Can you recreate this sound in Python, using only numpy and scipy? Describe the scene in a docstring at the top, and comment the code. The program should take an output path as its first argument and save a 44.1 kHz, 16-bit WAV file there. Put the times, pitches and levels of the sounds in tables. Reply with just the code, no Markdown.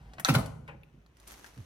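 """In a garage, the door of a front-loading washing machine is pulled open, heard from arm's length.
Short noise bursts and fading tones make the handle's ticks, the latch's snap and the door's two clunks.
Sagging low tones make the heavy door thud and the cabinet boom; small knocks and ticks follow as it swings.
Gritty noise makes a scuff, probably a sandal on the floor, and a soft bump ends it.
Echoes off near surfaces and the room surround everything but the scuff."""
import sys
import numpy as np
from scipy import signal
from scipy.fft import rfft, irfft
from scipy.io import wavfile

SR = 44100
rng = np.random.default_rng(int(sys.argv[2]) if len(sys.argv) > 2 else 0)


def generate_wav(sig):
    """Save sig (samples, or channels by samples) to the path in sys.argv[1] as 16-bit PCM at SR."""
    pcm = np.round(np.clip(np.atleast_2d(sig).T, -1, 1) * 32767).astype(np.int16)
    wavfile.write(sys.argv[1], SR, pcm)


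N = 72765  # length in samples

# In all tables, decay_s is the time to fall to about 37 %, fade_s the time to fall by 60 dB.
# Steady background, and faint handling noise at the first grip: pitch_hz, level_db
AIR_COLOUR = [(22, -79.5), (35, -54.5), (52, -29.5), (80, -43.5), (160, -48), (400, -56), (1000, -70),
              (3000, -69), (5000, -93), (16000, -88.5)]
GRIP_COLOUR = [(25, -58), (52, -20.5), (85, -39.5), (140, -33), (300, -51), (550, -53), (750, -47),
               (1300, -57.5), (3000, -64.5), (8000, -77.5), (16000, -86.5)]
# Gritty scuff over time: time_s, level_db; and its colour: pitch_hz, level_db
SCUFF_LEVEL = [(1.131, -68.5), (1.209, -58), (1.265, -57.5), (1.275, -49), (1.325, -49.5), (1.345, -51),
               (1.42, -53.5), (1.469, -51.5), (1.518, -56.5), (1.65, -56)]
GRIT_COLOUR = [(100, 0), (240, 8.5), (450, 4), (900, 4.5), (2500, 0.5), (5000, -2), (6200, 3), (7400, -5),
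               (10000, -3), (13000, -5), (16000, -19.5)]
# Soft low bumps and rubs of the swinging door: start_s, rise_s, decay_s, level_db
RUBS = [(.17, 0.029, 0.054, -30), (.565, 0.088, 0.14, -39.5), (.742, 0.0031, 0.014, -31),
        (.935, .012, 0.027, -35), (.975, 0.004, 0.008, -32), (.994, 0.0027, 0.0062, -35),
        (1.562, 0.03, 0.018, -23)]
# Colour of the rubs: pitch_hz, level_db
RUB_COLOUR = [(22, -36.5), (50, -11), (130, 7), (270, 0.5), (400, -9.5), (600, -19), (1500, -33),
              (6000, -68.5)]
# Dull knocks as the door swings: start_s, rise_s, decay_s, level_db
KNOCKS = [(.681, 0.009, 0.026, -31.5)]
# Colour of the knocks: pitch_hz, level_db
KNOCK_COLOUR = [(100, -14), (350, -12), (554, 9.5), (660, -9), (791, 3.5), (1050, -5), (1800, -2.5),
                (2100, -5.5), (2500, -1.5), (3700, -23), (5000, -35), (11000, -42), (16000, -57)]
# Tones of the hinge click: pitch_hz, level_db, fade_s
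HINGE_TONES = [(2576, 7, 0.013), (3470, -7, 0.015), (10900, -2.5, 0.0047), (12800, -12, 0.011)]
# Pitches at which the ticks' levels are given: pitch_hz
TICK_HZ = [700, 1800, 4500, 11000]
# Ticks of plastic handle and hinge: start_s, decay_s, then one level_db for each TICK_HZ
TICKS = [(0.135, 0.0059, -37.5, -41.5, -47, -62), (0.183, 0.0073, -29, -30.5, -47, -66),
         (0.1977, 0.0046, -24, -22, -40, -32), (0.2809, 0.0013, -12, -30, -40, -28),
         (0.3397, 0.0097, -62.5, -24.5, -34, -29.5), (0.384, 0.016, -16.5, -29.5, -51, -38),
         (0.4599, 0.0045, -37, -42, -43, -44), (0.678, 0.0085, -54, -33.5, -55, -63.5),
         (1.0628, .002, -51.5, -48.5, -55, -68.5), (1.1697, 0.0014, -56.5, -48, -54, -58.5),
         (1.2, 0.0019, -54, -51.5, -49.5, -56), (1.276, 0.0032, -41, -51, -43, -40),
         (1.318, 0.002, -71, -34, -57, -40), (1.444, 0.00081, -36, -29, -42, -52),
         (1.463, 0.0042, -45.5, -41.5, -46.5, -52), (1.544, 0.00089, -45, -48, -54, -59),
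         (1.577, 0.0018, -49, -40, -52, -59)]
# Tones of the latch: pitch_hz, level_db, fade_s
LATCH_TONES = [(642, -32, 0.056), (767, -31, .08), (1307, -21, 0.063), (1544, -21.5, 0.04),
               (3770, -33.5, 0.056), (4370, -34, .056), (6540, -30, 0.024), (10450, -31, 0.029),
               (14900, -28, .008)]
# Colour of the snap itself and of the rattle after it: pitch_hz, level_db
SNAP_COLOUR = [(100, 0), (500, -17.5), (2000, -2.5), (3150, -8.5), (3650, 15.5), (4650, 8.5), (5100, -5),
               (5900, 13), (6550, 6.5), (7300, -4.5), (10400, -10.5), (16000, -17.5)]
LATCH_RATTLE_COLOUR = [(200, -43.5), (450, -36.5), (700, -29), (1400, -22), (2100, -19.5), (3000, -29.5),
                       (4000, -27.5), (5100, -39.5), (6000, -32), (7500, -39.5), (10500, -38), (16000, -44)]
# Thuds of the door's mass: start_s, pitch_hz (at first), sag_octaves_per_s, rise_s, decay_s,
# level_db, drum_level_db
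THUDS = [(0.2938, 166, 14, 0.009, 0.023, -14, -41.5), (0.2889, 269, 1.3, .005, .018, -20, -52.5),
         (.326, 220, 3, 0.0058, .01, -24, -61), (0.3602, 137.2, 1.1, 0.011, 0.014, -10, -42.5),
         (.381, 203, 1.5, 0.0055, 0.02, -26.5, -59.5), (1.584, 135.3, 17.6, 0.034, 0.016, -26, -86)]
# Tones of the hollow drum and cabinet: pitch_hz, level_db, fade_s
DRUM_TONES = [(54, 5, 0.6), (72.7, -4, 1.66), (105.54, 4.5, .8), (125.4, 2, 1.2), (154.7, 1, 1.21),
              (204, -5, 0.45), (219.5, 3, 0.63), (255.4, 0, 0.38)]
# Broad rumble of the seal and glass bowl in every thud: pitch_hz, level_db (relative to the thud)
RUMBLE_COLOUR = [(22, -35.5), (60, -8.5), (120, -1), (200, 1), (310, 3.5), (380, -6), (600, -22),
                 (2000, -50)]
# The door's hollow plastic frame: pitch_hz, fade_s, first_clunk_level_db, second_clunk_level_db
FRAME_TONES = [(505, .11, -27, -40.5), (545, 0.12, -34, -34.5), (778, .08, -30.5, -47),
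               (870, 0.056, -46, -27.5), (1030, .09, -40, -27.5), (1162, 0.034, -21, -50),
               (1333, .05, -18, -38), (1471, 0.05, -25, -24.5)]
# Times at which the frame is struck: start_s
FRAME_HITS = (.2852, .3452)
# Contacts in the door's clunks: start_s, rise_s, decay_s, body_level_db, crack_level_db, # panel_level_db: the
# last column is the panel ring
CLUNKS = [(0.2858, .0003, 0.011, -10.5, -23, -49.5), (0.2918, .001, 0.021, -19, -28.5, -47),
          (0.3458, 0.00042, 0.03, -16, -36, -46), (0.3502, 0.00011, 0.0064, -13.5, -20, -43)]
# Colour of the clunks' dull body and bright crack: pitch_hz, level_db
BODY_COLOUR = [(22, -47), (60, -29), (250, 6), (380, -4), (500, -2.5), (700, -0.5), (1100, -0.5),
               (1450, -4), (1650, -13.5), (2700, -15.5), (4000, -29.5), (12000, -50)]
CRACK_COLOUR = [(300, -14.5), (1500, -7), (2700, 10), (3400, 2), (4300, 4.5), (7500, -9), (10200, -7.5),
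                (16000, -11)]
# Tones of the sheet-metal cabinet and door panel: pitch_hz, level_db, fade_s
PANEL_TONES = [(316.6, 2, 0.47), (454.3, -5, 0.27), (499, -6, 0.29), (534, -10, 0.31), (779, -1.5, .42),
               (843, -4.5, 0.69), (1043, 1, 0.32), (1118, -14.5, 0.281), (1458, 5.5, 0.091),
               (1452, -1, 0.23), (2045, -14, 0.52), (2600, -14.5, 0.22)]
# Reverberation time of the garage: pitch_hz, fade_s (a negative time grows instead of fading)
ROOM_FADE = [(100, 1.35), (500, 0.6248), (1500, 0.55), (4000, 0.38), (9000, 0.5), (16000, -0.16)]
# Colour of the room's echo and of the near surfaces' echoes: pitch_hz, level_db
ROOM_COLOUR = [(60, -26), (200, -14), (500, -5.5), (2000, -13), (5000, -12.5), (16000, -4)]
EARLY_COLOUR = [(100, -15), (300, -17), (700, -5), (2000, -1.5), (3000, -8), (5000, -3), (12000, 0.5)]
# Left side compared with right: pitch_hz, left_minus_right_db
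BALANCE = [(50, -2.5), (140, -5), (260, -6.5), (500, 6), (1000, 4.5), (2000, 6), (4000, -4.5), (12000, 3)]
# Width of the stereo pair: pitch_hz, side_gain_db
WIDTH = [(200, -9), (500, 0), (1000, -2), (2000, -1), (4000, -1), (8000, -3.5), (14000, -12.5)]


def amp(db):
    """Turn decibels into a plain multiplier."""
    return 10 ** (np.asarray(db) / 20)


def at_hz(points, hz):
    """Read (pitch_hz, value) points on a log-frequency axis."""
    point_hz, values = np.array(points, float).T
    return np.interp(np.log(np.maximum(hz, 1)), np.log(point_hz), values)


def colour(x, points):
    """Filter a sound to the given (pitch_hz, level_db) curve, with no sound before its cause."""
    size = 2 ** 17
    log_gain = np.log(amp(at_hz(points, np.fft.rfftfreq(size, 1 / SR))))
    # folding the cepstrum forward in time gives the minimum-phase filter
    cepstrum = irfft(log_gain)
    cepstrum[1:size // 2] *= 2
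    cepstrum[size // 2 + 1:] = 0
    response = np.exp(rfft(cepstrum))
    return irfft(rfft(x, size) * response)[..., :N]


def since(start_s):
    """Seconds passed since the start, zero before it."""
    return np.maximum(np.arange(N) / SR - start_s, 0)


def swell(start_s, rise_s, decay_s):
    """Level curve with a smooth attack and an exponential decay."""
    t = since(start_s)
    attack = np.sin(np.pi / 2 * np.minimum(t / rise_s, 1))
    return attack * np.exp(-t / decay_s)


def burst(start_s, rise_s, decay_s):
    """Noise for the dense chatter of a contact dying away."""
    return rng.standard_normal(N) * swell(start_s, rise_s, decay_s)


def ring(start_s, tones, push_s=0.00044):
    """Fading tones of a struck object, set going by a short push."""
    t = since(start_s)
    total = 0
    for hz, db, fade_s in tones:
        total = total + amp(db - 60 * t / fade_s) * np.sin(2 * np.pi * hz * t)
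    return np.minimum(t / push_s, 1) * total


def soft_contacts(rows, points):
    """Drawn-out contacts, as noise bursts that share one colour."""
    contacts = sum(amp(db) * burst(start_s, rise_s, decay_s) for start_s, rise_s, decay_s, db in rows)
    return colour(contacts, points)


def background():
    """Low room rumble, with a little more noise while the hand takes its grip."""
    grip_end_s, grip_fade_s = 0.25, 0.042
    gripping = np.clip((grip_end_s - since(0)) / grip_fade_s, 0, 1)
    air = colour(rng.standard_normal(N), AIR_COLOUR)
    return air + colour(rng.standard_normal(N) * gripping, GRIP_COLOUR)


def scuff():
    """Grit slides under a sole, brighter when louder; scattered paths give each side its own noise."""
    rough_db, treble_swell = 3, 1  # treble_swell: extra treble dB for each dB of level
    level_db = np.interp(since(0), *np.array(SCUFF_LEVEL).T)
    # the roughness jumps to a new random level every 32 samples
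    rough_steps = np.repeat(rng.standard_normal(N // 32 + 1), 32)[:N]
    grains = amp(rough_db * rough_steps)
    slide = colour(rng.standard_normal((2, N)) * grains, GRIT_COLOUR)
    low = signal.sosfilt(signal.butter(1, 2500, fs=SR, output="sos"), slide)
    treble = (slide - low) * amp(treble_swell * (level_db - level_db.max()))
    return amp(level_db) * (low + treble)


def rubs():
    """The swinging door bumps and rubs softly, as low-coloured noise."""
    return soft_contacts(RUBS, RUB_COLOUR)


def knocks():
    """The swinging door knocks dully and wakes its panel."""
    ring_db = -31.5  # panel ring, relative to the knock
    panel = sum(amp(db + ring_db) * ring(start_s, PANEL_TONES, rise_s)
                for start_s, rise_s, decay_s, db in KNOCKS)
    return soft_contacts(KNOCKS, KNOCK_COLOUR) + panel


def hinge():
    """The hinge clicks once as the door swings, as a few short metallic tones."""
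    start_s, level_db = 0.8335, -51.5
    return amp(level_db) * ring(start_s, HINGE_TONES, push_s=0.0003)


def ticks():
    """Small plastic contacts: a hard edge, then brief chatter, each with its own colour."""
    edge_db = 15  # relative to the chatter
    bass_db = -15  # at 150 Hz, relative to the lowest TICK_HZ
    out = 0
    for start_s, decay_s, *levels_db in TICKS:
        contact = burst(start_s, 0.0003, decay_s)
        contact[round(start_s * SR)] += amp(edge_db)
        bass = (150, levels_db[0] + bass_db)
        top = (16000, levels_db[-1] - 10.5)
        out = out + colour(contact, [bass, *zip(TICK_HZ, levels_db), top])
    return out


def latch():
    """The sprung catch snaps in two bright bands, then rings and rattles in its housing."""
    start_s, ring_db, push_s = 0.2481, -4, 0.0012
    blow = np.zeros(N)
    blow[round(start_s * SR)] = 1
    snap = colour(blow, SNAP_COLOUR)
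    ringing = amp(ring_db) * ring(start_s, LATCH_TONES, push_s)
    rattle = colour(burst(start_s, 0.00021, 0.029), LATCH_RATTLE_COLOUR)
    return snap + ringing + rattle


def thuds():
    """The heavy door shudders for a few rough, sagging cycles and leaves the drum humming."""
    shudder = hum = rumble = 0
    for start_s, hz, sag, rise_s, decay_s, db, drum_db in THUDS:
        t = since(start_s)
        sagging_hz = (t > 0) * hz * 2 ** (-sag * t)
        phase = 2 * np.pi * np.cumsum(sagging_hz) / SR
        shudder = shudder + amp(db) * swell(start_s, rise_s, decay_s) * np.sin(phase)
        hum = hum + amp(drum_db) * ring(start_s, DRUM_TONES, push_s=0.0085)
        rumble = rumble + amp(db) * burst(start_s, rise_s, decay_s)
    return shudder + hum + colour(rumble, RUMBLE_COLOUR)


def frame():
    """The hollow frame is struck at two different spots, each favouring other tones."""
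    out = 0
    for k, start_s in enumerate(FRAME_HITS):
        tones = [(hz, levels_db[k], fade_s) for hz, fade_s, *levels_db in FRAME_TONES]
        out = out + ring(start_s, tones, push_s=0.002)
    return out


def clunks():
    """The hook clears the catch, then the door leaves its seal: chattering body, bright crack, ringing panels."""
    body = crack = panels = 0
    for start_s, rise_s, decay_s, body_db, crack_db, panel_db in CLUNKS:
        body = body + amp(body_db) * burst(start_s, rise_s, decay_s)
        crack = crack + amp(crack_db) * burst(start_s, rise_s, decay_s)
        panels = panels + amp(panel_db) * ring(start_s, PANEL_TONES)
    return colour(body, BODY_COLOUR) + colour(crack, CRACK_COLOUR) + panels


def reflections(x, count=56, size=2048):
    """Echoes off near surfaces; their pattern keeps changing as door and microphones move."""
    fade = swell(0.00052, 0.00038, 0.007)[:size]
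    fade = fade / np.linalg.norm(fade)
    place = np.linspace(0, count - 1, N)
    out = 0
    for k, pattern in enumerate(rng.standard_normal((count, 2, size))):
        # each pattern fades into the next
        share = np.sqrt(np.maximum(1 - abs(place - k), 0))
        out = out + signal.oaconvolve((x * share)[None], pattern * fade, axes=1)[:, :N]
    return colour(out, EARLY_COLOUR)


def room_tail():
    """The room's echo as noise in nine bands, each with its own fading time, different on each side."""
    hz = np.fft.rfftfreq(N, 1 / SR)
    noise = rfft(rng.standard_normal((2, N)))
    centres_hz = np.geomspace(60, 16000, 9)
    tail = 0
    for centre_hz, pick in zip(centres_hz, np.eye(len(centres_hz))):
        band = irfft(noise * at_hz(list(zip(centres_hz, pick)), hz), N)
        fade = swell(0.0057, 0.022, at_hz(ROOM_FADE, centre_hz) / np.log(1000))
        tail = tail + band * fade / np.linalg.norm(fade)
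    return colour(tail, ROOM_COLOUR)


def late(x, lag_s):
    """Delay a sound by the extra time it takes to arrive."""
    return np.pad(x, (round(lag_s * SR), 0))[:N]


def garage(edge, front):
    """Direct sound reaches the right microphone first; near surfaces and room answer each side differently."""
    # lag of the left microphone: the door's edge, and the broad front of the cabinet
    edge_lag_s, front_lag_s = 0.00022, 0.00009
    both = edge + front
    echoes = signal.fftconvolve(both[None], room_tail(), axes=1)[:, :N] + reflections(both)
    left = late(edge, edge_lag_s) + late(front, front_lag_s) + echoes[0]
    right = both + echoes[1]
    # half of the level difference goes to each side
    left_colour = [(hz, db / 2) for hz, db in BALANCE]
    right_colour = [(hz, -db / 2) for hz, db in BALANCE]
    return np.array([colour(left, left_colour), colour(right, right_colour)])


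def scene():
    """Door and background are heard in the garage; the scuff joins them directly."""
    edge = background() + rubs() + knocks() + hinge() + ticks() + latch() + thuds()
    front = frame() + clunks()
    return garage(edge, front) + scuff()


def record(dry):
    """The recorder narrows the stereo width, most at the low and high ends, and cuts the top."""
    mid = (dry[0] + dry[1]) / 2
    side = (dry[0] - dry[1]) / 2
    side_gain = amp(at_hz(WIDTH, np.fft.rfftfreq(2 * N, 1 / SR)))
    side = irfft(rfft(side, 2 * N) * side_gain)[:N]
    top_cut = signal.ellip(10, 0.2, 80, 15950, fs=SR, output="sos")  # cut above 15950 Hz
    return signal.sosfilt(top_cut, [mid + side, mid - side])


dry = scene()
out = record(dry)
generate_wav(out)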